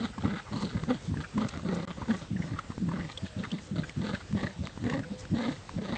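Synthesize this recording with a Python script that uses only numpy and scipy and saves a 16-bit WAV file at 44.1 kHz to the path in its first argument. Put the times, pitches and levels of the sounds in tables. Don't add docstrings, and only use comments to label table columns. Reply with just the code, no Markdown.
import sys
import numpy as np
from scipy import signal
from scipy.io import wavfile
from scipy.ndimage import uniform_filter1d

SR = 44100
rng = np.random.default_rng(int(sys.argv[2]) if len(sys.argv) > 2 else 0)


def generate_wav(sig):
    pcm = np.round(np.clip(np.atleast_2d(sig).T, -1, 1) * 32767).astype(np.int16)
    wavfile.write(sys.argv[1], SR, pcm)


def ratio(d):
    e = np.asarray(d, float) / 20
    return 10 ** e


N = 263277

# (time [s], effort [dB], fold pitch [Hz])
GROWLS = [
    [(0.002, -27.5, 225), (0.022, -31, 220.8), (0.044, -27, 211.4), (0.058, -38, 211.7), (0.08, -55, 205.9),
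     (0.11, -42, 203)],
    [(0.175, -40.5, 148), (0.187, -36.5, 146.5), (0.205, -49, 149.5), (0.215, -42.5, 147.2)],
    [(0.225, -39, 171), (0.257, -27.5, 187.4), (0.279, -28, 188.9), (0.311, -34, 185.2), (0.351, -29, 186),
     (0.375, -42, 204.6), (0.41, -74, 202.3)],
    [(0.507, -38.5, 193.9), (0.521, -32.5, 188.4), (0.547, -36.5, 205.9), (0.615, -36, 212),
     (0.651, -29.5, 190), (0.665, -34.5, 174.7), (0.713, -51.5, 159.5)],
    [(0.72, -47.5, 146.3), (0.756, -30.5, 151.3), (0.812, -46.5, 145.7), (0.834, -37.5, 150.2),
     (0.86, -45.5, 147.7), (0.865, -39.5, 145.2)],
    [(0.872, -35, 242), (0.894, -24.5, 242.2), (0.92, -26.5, 252.8), (0.928, -28.5, 243),
     (0.95, -37, 214.6), (0.976, -51, 192.2), (1.0, -60.5, 193)],
    [(1.072, -37.5, 179.1), (1.098, -32.5, 182.2), (1.132, -39.5, 149.1), (1.162, -36, 148),
     (1.19, -31.5, 159.1), (1.222, -40.5, 153.8), (1.26, -53, 160.5)],
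    [(1.338, -37, 202.3), (1.374, -26, 201), (1.398, -29.5, 201.7), (1.426, -26.5, 213.9),
     (1.462, -37.5, 211.2), (1.49, -49, 196.7), (1.51, -58, 196.7)],
    [(1.525, -48, 147.8), (1.597, -39, 150.7), (1.613, -43.5, 149.6), (1.625, -43, 154.1)],
    [(1.632, -35, 197.4), (1.658, -30, 191.9), (1.756, -30, 199.7), (1.786, -33, 180.5),
     (1.886, -40, 182.3), (1.912, -35.5, 160), (1.935, -81, 159.4)],
    [(1.965, -50, 177.3), (1.983, -40.5, 179.8), (1.997, -46, 167.5), (2.015, -47, 161.2),
     (2.033, -42, 160.3), (2.06, -44.5, 155.9)],
    [(2.072, -39, 218.2), (2.098, -21.5, 211.7), (2.13, -29, 181), (2.196, -53, 181.3), (2.22, -43, 177.7),
     (2.242, -49.5, 170.4), (2.27, -57.5, 171.1)],
    [(2.306, -35.5, 197.9), (2.336, -33, 199.2), (2.41, -35.5, 160.4), (2.452, -36, 155.8),
     (2.496, -43, 202.6), (2.576, -40.5, 149.4), (2.62, -59.5, 150)],
    [(2.695, -39.5, 149), (2.709, -52, 148.4), (2.733, -50.5, 147.7), (2.76, -52, 148.2)],
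    [(2.775, -46, 167.1), (2.811, -33, 190.6), (2.843, -29, 189.4), (2.889, -31.5, 161.6),
     (2.959, -32, 192.8), (3.063, -37, 151.1), (3.12, -66.5, 148.8)],
    [(3.222, -37, 176.2), (3.236, -31.5, 174.2), (3.25, -34.5, 173.7), (3.272, -49.5, 165.2),
     (3.28, -56, 158.8)],
    [(3.364, -37.5, 163.8), (3.38, -29, 163.4), (3.408, -36.5, 164.1), (3.484, -53, 163.9),
     (3.49, -55.5, 165)],
    [(3.518, -37.5, 191.6), (3.532, -27, 189), (3.568, -35, 192.8), (3.582, -44, 191.9),
     (3.602, -52, 199.3), (3.61, -59.5, 201.7)],
    [(3.71, -33, 180.6), (3.73, -30.5, 178.1), (3.76, -35.5, 196.1), (3.788, -28.5, 171.3),
     (3.818, -33, 168.6), (3.84, -39, 151.1), (3.87, -53, 147.3)],
    [(3.96, -35.5, 202), (3.986, -33, 203.1), (4.016, -31, 184.3), (4.044, -32, 186.7), (4.08, -37.5, 210),
     (4.134, -36, 174.8), (4.19, -53.5, 173.9)],
    [(4.3, -39.5, 172.8), (4.332, -32, 178.5), (4.364, -29.5, 186.3), (4.396, -39.5, 218),
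     (4.428, -35, 208.5), (4.458, -38, 169.9), (4.53, -51, 195.8)],
    [(4.56, -36.5, 148.2), (4.576, -45.5, 148.2), (4.602, -37, 149.5), (4.624, -35.5, 149.2),
     (4.65, -43, 163.6), (4.7, -54.5, 163.8), (4.72, -68, 163.8)],
    [(4.81, -49.5, 217.2), (4.846, -32.5, 218.4), (4.894, -35.5, 215.8), (4.93, -41, 275.8),
     (4.962, -33, 269.3), (5.028, -39.5, 164.4), (5.08, -48.5, 154.1)],
    [(5.098, -43.5, 186), (5.12, -28.5, 182.8), (5.15, -52, 201), (5.17, -55, 194.2)],
    [(5.302, -37.5, 201.6), (5.338, -30, 202.7), (5.38, -31.5, 233.4), (5.42, -33, 248.2),
     (5.44, -35.5, 230.3), (5.492, -29, 231.1), (5.544, -42.5, 150), (5.575, -70, 149.7)],
    [(5.732, -32.5, 185.7), (5.758, -40.5, 183.6), (5.78, -30, 174.1), (5.808, -34.5, 196.8),
     (5.882, -41.5, 194.6), (5.934, -29, 205), (5.97, -54, 176)],
]
# (middle [s], strength [dB], length [s])
FLUTTERS = [(.185, -43, 0.034), (0.257, -32, 0.054), (.55, -31.5, 0.051), (0.647, -44, 0.053),
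            (0.754, -30, 0.05), (0.826, -45, 0.042), (.885, -35.5, 0.035), (0.963, -43.5, 0.038),
            (1.121, -29.5, 0.064), (1.194, -41.5, 0.049), (1.347, -40, 0.031), (1.459, -40, 0.038),
            (1.54, -44.5, 0.051), (1.6, -39.5, 0.032), (1.66, -44.5, 0.024), (1.89, -47, 0.028),
            (2.031, -40.5, 0.049), (2.111, -44.5, 0.063), (2.226, -42.5, 0.031), (2.33, -34.5, 0.065),
            (2.406, -36.5, 0.038), (2.53, -34, 0.056), (2.704, -38, 0.035), (2.83, -37, 0.064),
            (2.98, -41, 0.034), (3.07, -45, 0.045), (3.237, -39.5, 0.043), (3.384, -36.5, 0.052),
            (3.482, -46.5, 0.038), (3.62, -41.5, 0.031), (3.751, -33, .06), (3.814, -37.5, 0.038),
            (3.984, -32, 0.043), (4.119, -41.5, 0.069), (4.251, -42, 0.038), (4.331, -34.5, 0.053),
            (4.44, -36.5, 0.043), (4.616, -34.5, 0.045), (4.69, -41, 0.034), (4.83, -31.5, 0.056),
            (4.927, -36, 0.036), (5.0, -35.5, 0.056), (5.322, -30, 0.048), (5.781, -41, 0.06),
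            (5.9, -43, 0.046)]
# (time [s], jaw ring [dB], brightest band between the teeth [Hz])
GRIP = [(0, -2.5, 3720), (.3, -2, 3360), (.39, -5, 3660), (0.599, -1.5, 4170), (.9, 1, 3340),
        (1.15, -8, 3430), (1.42, 0, 3270), (1.75, 0.5, 3960), (1.9, -1, 3230), (2.1, -1, 3410),
        (2.4, -1.5, 3600), (2.9, -3, 3600), (3.4, -2.5, 3530), (3.8, 1, 3800), (4.07, -1, 3670),
        (4.38, -0.5, 3450), (4.51, 3.5, 3900), (4.7, 8, 3470), (4.9, 2, 3700), (5.4, 2.5, 3670),
        (5.85, 3.5, 3640)]
# (start [s], length [s], rasp [dB], mouth resonance [Hz], tooth hiss [dB re rasp])
BREATHS = [(0, 0.092, -40, 1200, -6), (0.113, 0.059, -50.5, 1344, -24), (0.21, 0.21, -43.5, 1480, -9.5),
           (0.376, 0.021, -41.5, 1560, -7.5), (0.455, 0.046, -47.5, 1120, -26),
           (0.517, 0.037, -47.5, 970, -11), (0.524, 0.21, -46.5, 1050, 0), (0.735, 0.086, -48, 1705, -9.5),
           (0.889, 0.042, -36, 1187, -10), (0.939, 0.05, -51.5, 1646, -1.5),
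           (1.151, 0.14, -55.5, 1560, -19.5), (1.205, 0.022, -46, 1520, -4),
           (1.376, 0.092, -39.5, 1152, -9.5), (1.461, 0.16, -49.5, 1200, -7.5),
           (1.649, 0.26, -42, 1200, -10.5), (1.866, 0.098, -51.5, 1115, -6), (1.97, 0.18, -52.5, 1133, -12),
           (2.089, 0.087, -44, 1635, -8.5), (2.171, 0.1, -52.5, 1247, -6.5),
           (2.381, 0.35, -51.5, 1685, -13.5), (2.597, 0.0096, -53, 1334, -21),
           (2.712, 0.024, -63, 1134, -14), (2.901, 0.17, -46.5, 1506, -11.5), (3.073, 0.065, -51, 2220, -4),
           (3.25, 0.034, -56.5, 1650, 9.5), (3.376, 0.05, -56, 1470, 1.5), (3.431, 0.038, -45, 1540, -7),
           (3.495, 0.13, -55, 1736, 1.5), (3.758, 0.07, -48, 1400, -2), (3.89, 0.019, -52, 1890, -16),
           (4.014, 0.16, -43.5, 1520, -4.5), (4.145, 0.01, -52.5, 1600, 4), (4.202, 0.019, -44.5, 1453, -5),
           (4.354, 0.18, -45.5, 1870, -5.5), (4.629, 0.11, -56, 1464, 2), (4.844, 0.17, -44.5, 1756, -10.5),
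           (5.093, 0.13, -64, 1450, 4), (5.349, 0.21, -42.5, 1680, -4), (5.764, 0.04, -54, 1680, -6),
           (5.818, 0.19, -46, 1710, -4), (5.927, 0.017, -50, 632, -18.5), (5.955, 0.013, -43, 2200, -7)]
# (centre [Hz], width of one pass [Hz], relative level [dB])
MUZZLE_RESONANCES = [(811, 376, 3), (1200, 105, 7.5), (1920, 247, 4.5)]
# (centre [Hz], width of one pass [Hz], relative level [dB])
TEETH_RESONANCES = [(3280, 1000, 8), (2570, 360, -3.5), (3850, 1600, 2), (4550, 1100, 10),
                    (6000, 3300, -0.5)]
# (time [s], level before BEAT_TRIM_DB [dB], chest ring [Hz])
BEATS = [(0.515, -25.5, 170), (0.747, -19, 170), (1.079, -23.5, 174), (1.103, -20.5, 168.7),
         (1.347, -25.5, 170), (1.629, -26, 169), (2.307, -24.5, 172), (2.399, -24.5, 168),
         (2.828, -21.5, 170.5), (3.231, -24, 171), (3.364, -26, 170), (3.71, -23, 169), (3.984, -21, 169),
         (4.327, -19.5, 170.5), (4.605, -22.5, 172), (5.318, -34, 170), (5.317, -20, 172),
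         (5.739, -27.5, 171), (5.76, -22, 168)]
# (time [s], puff peak [dB], ring [Hz], length scale [s], thump before its decay [dB])
SNAPS = [(0.179, -29.5, 960, 0.0079, -27), (0.235, -33.5, 843, 0.013, -23),
         (0.253, -28.5, 1184, 0.014, -22), (0.357, -34, 1210, 0.0098, -33), (0.835, -30, 1071, 0.0041, -19),
         (0.901, -28, 1162, 0.011, -35), (1.14, -35.5, 995, 0.0052, -21.5),
         (1.17, -33.5, 1630, 0.0065, -22), (1.236, -31, 1463, 0.015, -55.5),
         (1.377, -24.5, 1030, 0.0069, -17), (1.416, -29, 1230, 0.008, -45), (1.49, -26, 2700, 0.0022, -43),
         (1.537, -33.5, 1255, 0.006, -33), (1.574, -28.5, 1180, 0.0016, -19.5),
         (1.594, -34.5, 1200, 0.0042, -25.5), (1.728, -34.5, 925, 0.006, -38),
         (1.983, -40, 1096, 0.0087, -27.5), (2.014, -30, 902, 0.0091, -24.5),
         (2.081, -35, 899.5, 0.0056, -24), (2.103, -28.5, 1752, 0.0089, -47), (2.36, -38, 1810, 0.014, -22),
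         (2.417, -34.5, 1990, 0.014, -33), (2.559, -39, 1200, 0.012, -53),
         (2.587, -23.5, 1263, 0.0075, -57), (2.645, -47, 1153, 0.0043, -33.5),
         (2.702, -38, 1130, 0.0065, -21.5), (2.718, -37.5, 1090, 0.0052, -41),
         (2.779, -34, 895, 0.0029, -19.5), (2.886, -32, 1047, 0.0073, -22), (2.912, -30, 1036, 0.011, -52),
         (2.971, -37, 1080, 0.006, -31), (3.002, -35, 1933, 0.017, -51), (3.116, -38, 3910, 0.0062, -52),
         (3.174, -26.5, 3330, 0.006, -54), (3.261, -37.5, 1639, 0.0082, -47),
         (3.436, -29.5, 1730, 0.0061, -46), (3.44, -32.5, 1230, 0.016, -26),
         (3.503, -39.5, 2860, 0.0061, -55), (3.515, -28.5, 3240, 0.0054, -45),
         (3.582, -39.5, 1989, 0.0085, -61), (3.833, -31.5, 1605, 0.012, -57),
         (3.894, -30.5, 2170, 0.004, -34), (4.142, -29.5, 1640, 0.016, -35),
         (4.326, -32, 1020, 0.0025, -34), (4.387, -42, 2060, 0.0065, -40),
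         (4.428, -35.5, 1920, 0.0087, -28), (4.431, -29, 1120, 0.0046, -16.5),
         (4.464, -32.5, 1810, 0.013, -46), (4.653, -34.5, 3868, 0.0034, -55),
         (4.671, -23, 1200, 0.0016, -55), (4.693, -42, 1760, 0.0073, -40),
         (4.775, -34.5, 863.3, 0.0041, -23.5), (4.84, -34, 1781, 0.003, -18),
         (4.876, -35, 1500, 0.0025, -20), (4.897, -27, 1900, 0.0053, -44), (4.924, -29, 1092, 0.005, -50),
         (4.934, -31, 1870, 0.0067, -17.5), (4.992, -32.5, 1820, 0.0034, -21),
         (5.031, -38, 1536, 0.014, -45), (5.252, -35.5, 1529, 0.0031, -37), (5.563, -43, 1919, 0.0056, -52),
         (5.692, -29, 960, 0.0034, -48)]
# (time [s], pitch [Hz], level [dB])
WHINES = [
    [(3.12, 475, -71), (3.165, 508, -63), (3.19, 534.5, -44)],
    [(3.195, 635, -59), (3.245, 662.4, -54.5), (3.29, 639.7, -62.5), (3.33, 615, -60), (3.37, 619, -53),
     (3.41, 605, -55), (3.45, 588.7, -72)],
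    [(3.67, 500.7, -59), (3.72, 505.5, -52)],
    [(3.85, 503.3, -53), (3.89, 498.4, -69)],
    [(5.05, 501.7, -50), (5.095, 504, -49)],
    [(5.125, 504, -47.5), (5.27, 512.6, -57.5)],
]
# (middle [s], level [dB], length [s])
SCUFFS = [(.62, -48.5, 0.035), (1.05, -57, .12), (1.3, -59.5, 0.038), (1.22, -61.5, 0.039),
          (1.49, -40, 0.011), (1.75, -45.5, 0.017), (2.16, -54.5, 0.13), (3.12, -58.5, 0.04),
          (3.65, -56, 0.097), (4.1, -73, 0.089), (5.2, -50.5, 0.038), (5.5, -62.5, 0.34)]
# (frequency [Hz], relative density [dB per Hz])
HUSH_SPECTRUM = [(15, -42.5), (25, 8.5), (87, 7), (383, -10), (501, -5.5), (566, -10.5), (921, -12.5),
                 (1040, -13.5), (1260, -13.5), (1910, -14.5), (2160, -17.5), (2690, -16), (8460, -24),
                 (11000, -15.5), (18600, -120)]

FLUTTER_REST_DB = -16
CHEST_TOP_HZ = 303
OVERTONE_DB, JAW_DB = -14.5, -5.5
JAW_SHUT_DB = -60.5
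SWELL_S, EASE_S = 0.0094, 0.018
ARCH_DB, SLANT_DB = 7.5, -4.5
BEAT_TRIM_DB, BEAT_DECAY_S = -4, 0.0057
RING_WIDTH_RATIO = 0.2
UPPER_RING_GAIN = 0.21
CRACKLE_S = 0.0026
HUSH_DB = -46


def evened(x):
    return x / np.sqrt(np.mean(x ** 2) + 1e-20)


def wander(rate_hz):
    lowpass = signal.butter(2, rate_hz, fs=SR, output="sos")
    return evened(signal.sosfilt(lowpass, rng.standard_normal(N)))


def resonate(x, hz, width_hz):
    turn = np.exp(2j * np.pi * np.cumsum(hz * np.ones(len(x))) / SR)
    r = np.exp(-np.pi * width_hz / SR)
    return 2 * (turn * signal.lfilter([1 - r], [1, -r], x / turn + 1e-18)).real


def steep(x, hz, width_hz):
    return resonate(resonate(x, hz, width_hz), hz, width_hz)


def play(tables, fade_s):
    t, on = np.arange(N) / SR, np.zeros(N)
    s, *columns = np.transpose(np.concatenate(tables))
    for rows in tables:
        on[round(rows[0][0] * SR):round(rows[-1][0] * SR)] = 1
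    on = uniform_filter1d(on, max(round(fade_s * SR), 1))
    return on, *(np.interp(t, s, c) for c in columns)


def bells(rows):
    t = np.arange(0, N + 64, 64) / SR
    s, strength_db, length_s = np.transpose(rows)[..., None]
    total = (ratio(strength_db) * np.exp(-(2 * (t - s) / length_s) ** 2)).sum(0)
    return np.interp(np.arange(N) / SR, t, total)


def dogs():
    on, effort_db, pitch_hz = play(GROWLS, fade_s=.008)
    effort = on * ratio(effort_db)
    locked = bells(FLUTTERS) + effort * ratio(FLUTTER_REST_DB)
    flutter_db = 20 * np.log10(locked + 1e-9) - effort_db
    chaos = np.clip(1 + flutter_db / 25, .55, .85)
    rasp_gain, hiss_gain, mouth_hz = breaths()
    s, *grip = np.transpose(GRIP)
    ring_db, gap_hz = (np.interp(np.arange(N) / SR, s, c) for c in grip)

    throb = throat_throb(on)
    turns, pulses, last_slap = folds(pitch_hz, chaos, throb)
    air = turbulence(turns, pulses, last_slap)

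    chest = evened(steep(pulses, np.minimum(pitch_hz, 240), 175))
    low = effort * chest + locked * flutter_tone(turns, pulses, pitch_hz)
    low = signal.sosfilt(signal.butter(4, CHEST_TOP_HZ, fs=SR, output="sos"), low)

    overtones = evened(steep(pulses, 2 * pitch_hz, 130) + 1.1 * steep(pulses, 3 * pitch_hz, 170))
    mouth = np.sqrt(effort * rasp_gain) * ratio(ring_db)
    jaw_gain = effort * ratio(JAW_SHUT_DB) + mouth * ratio(JAW_DB)
    voice = low + mouth * ratio(OVERTONE_DB) * overtones + jaw_gain * jaw_ring(pulses, air)

    rasp, hiss = breath_noise(air, throb, mouth_hz, gap_hz)
    return voice + rasp_gain * rasp + hiss_gain * hiss


def throat_throb(on):
    throb = np.sin(2 * np.pi * np.cumsum(31 * (1 + .35 * wander(12))) / SR)
    return throb * uniform_filter1d(on, 1800, origin=899) ** 2


def folds(pitch_hz, chaos, throb):
    turns = np.cumsum(pitch_hz * (1 + .24 * chaos * wander(60))) / SR
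    closing = np.diff(np.floor(turns), prepend=0) > 0
    slap_db = 2.5 * np.tanh(wander(70)) + 6 * throb + 5 * rng.uniform(-1, 1, N)
    slap = ratio(chaos * slap_db)
    last_slap = slap[np.maximum.accumulate(closing * np.arange(N))]
    return turns, closing * slap, last_slap


def turbulence(turns, pulses, last_slap):
    decay = np.exp(-(turns % 1) / .3)
    puff = .3 + decay * np.minimum(last_slap, 1.6) * ratio(3 * np.tanh(wander(60)))
    return evened(evened(puff * rng.standard_normal(N)) + 0.36 * evened(pulses))


def flutter_tone(turns, pulses, pitch_hz):
    every_other = (-1) ** np.floor(turns) * np.tanh(3 * wander(19))
    uneven = pulses * (every_other + np.tanh(2.2 * wander(90)))
    lower = steep(uneven, .57 * pitch_hz, 95)
    upper = steep(uneven, np.minimum(1.45 * pitch_hz, 285), 69)
    return evened(lower + 0.82 * upper)


def jaw_ring(pulses, air):
    rough = 0.11 * evened(pulses) + air
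    shifting = steep(rough, 520 * (1 + 0.12 * wander(7.56)), 73)
    return evened(shifting + 0.48 * steep(rough, 460, 330))


def breaths():
    t, now = np.arange(0, N + 64, 64) / SR, np.arange(N) / SR
    s, length_s, rasp_db, mouth_hz, hiss_db = np.transpose(BREATHS)[..., None]
    along = np.clip((t - s) / length_s, 0, 1)
    early_s, late_s = np.maximum(s - t, 0), np.maximum(t - s - length_s, 0)
    shape_db = -20 * (early_s / SWELL_S + late_s / EASE_S)
    shape_db = shape_db - ARCH_DB * (2 * along - 1) ** 2 + SLANT_DB * (along - .5)
    rasp = ratio(rasp_db + shape_db).sum(0)
    hiss = ratio(rasp_db + hiss_db + shape_db).sum(0)
    glide_hz = np.interp(now, (s + length_s / 2)[:, 0], mouth_hz[:, 0])
    return np.interp(now, t, rasp), np.interp(now, t, hiss), glide_hz


def formants(x, table, shift=1):
    return sum((-1) ** k * ratio(db) * steep(x, hz * shift, width_hz)
               for k, (hz, width_hz, db) in enumerate(table))


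def breath_noise(air, throb, mouth_hz, gap_hz):
    smooth = air * ratio(3.6 * np.tanh(wander(33)))
    air = air * ratio(2.5 * np.tanh(wander(45)) + 1.5 * throb)
    pops = (rng.random(N) < 45 / SR) * rng.uniform(-1, 1, N)
    pop = np.exp(-np.arange(60) / 12) * rng.standard_normal(60)
    air = air + 4 * signal.oaconvolve(pops * abs(wander(20)), pop)[:N]

    lips = 1 + .05 * np.tanh(wander(7))
    rasp = steep(air, mouth_hz, 530) + 0.5 * formants(air, MUZZLE_RESONANCES, lips)
    rasp = signal.sosfilt(signal.butter(3, 2500, fs=SR, output="sos"), rasp)
    smooth = smooth + 0.59 * air
    hiss = steep(smooth, gap_hz, 900) + 0.17 * formants(smooth, TEETH_RESONANCES)
    return evened(rasp), evened(hiss)


def beats():
    out, t = np.zeros(N + 2000), np.arange(2000) / SR
    for s, level_db, ring_hz in BEATS:
        kick = t * np.exp(-t / BEAT_DECAY_S) * np.sin(2 * np.pi * ring_hz * t - 1.0)
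        out[round(s * SR):][:2000] += ratio(level_db + BEAT_TRIM_DB) * kick / abs(kick).max()
    return out[:N]


def snaps():
    out, t = np.zeros(N + 3000), np.arange(3000) / SR
    noise = rng.standard_normal((len(SNAPS), 3000))
    noise[:, 30] += 12
    for (s, peak_db, ring_hz, length_s, thump_db), n in zip(SNAPS, noise):
        scale_s = max(length_s, .002)
        u = t / scale_s
        shape = u ** 2.2 * np.exp(-4.2 * u)
        width_hz = RING_WIDTH_RATIO * ring_hz
        upper_hz = min(1.66 * ring_hz, ring_hz + 800)
        ring = evened(steep(n, ring_hz, width_hz) + UPPER_RING_GAIN * steep(n, upper_hz, width_hz))
        crackle = evened(resonate(n, 1.15 * ring_hz, 0.99 * ring_hz))
        puff = shape * (ring + CRACKLE_S / scale_s * crackle)
        thump = -np.sin(2 * np.pi * 220 * t) * np.exp(-t / 0.0024)
        out[round(s * SR):][:3000] += ratio(peak_db) * puff / abs(puff).max() + ratio(thump_db) * thump
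    return out[:N]


def whines():
    on, pitch_hz, level_db = play(WHINES, fade_s=0.016)
    turns = np.cumsum(pitch_hz * (1 + .002 * wander(25))) / SR
    level = np.sqrt(2) * ratio(level_db + 0.6 * wander(20))
    return on * level * np.sin(2 * np.pi * turns)


def scuffs():
    grit = rng.standard_normal(N) * ratio(4.0 * wander(300))
    return bells(SCUFFS) * evened(steep(grit, 5900, 6000))


def hush():
    frames, bins_hz = N // 256 + 5, np.fft.rfftfreq(1024, 1 / SR)
    a, b, patches = rng.standard_normal((frames, 513, 3)).T
    patches = evened(uniform_filter1d(uniform_filter1d(patches, 12, 0), 12, 1))
    hz, db = np.transpose(HUSH_SPECTRUM)
    spectrum_db = np.interp(np.log(bins_hz + 1), np.log(hz + 1), db)[:, None]
    z = (a + 1j * b) * ratio(spectrum_db + 1.5 * patches)
    noise = signal.istft(z, nperseg=1024, noverlap=768)[1][:N]
    return ratio(HUSH_DB + wander(9.0)) * evened(noise)


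def scene():
    near = dogs() + beats() + snaps() + whines() + scuffs()
    near[70:] += 0.017 * near[:-70]
    return (near + hush())[None]


def low_pass(x):
    return signal.sosfilt(signal.butter(12, 8610, fs=SR, output="sos"), x)


def record(dry):
    edge_hz, dip_start_s, dip_end_s, dip_db = 8700, 1.8525, 1.8745, -26
    lowpass = signal.firwin(511, edge_hz, window=("kaiser", 9), fs=SR)
    x = signal.oaconvolve(dry, lowpass[None], "same")
    x = signal.sosfilt(signal.butter(2, 55, "high", fs=SR, output="sos"), x)
    x = .2 * np.tanh(x / .2)
    x[:, round(dip_start_s * SR):round(dip_end_s * SR)] *= ratio(dip_db)
    return low_pass(x)


dry = scene()
out = record(dry)
generate_wav(out)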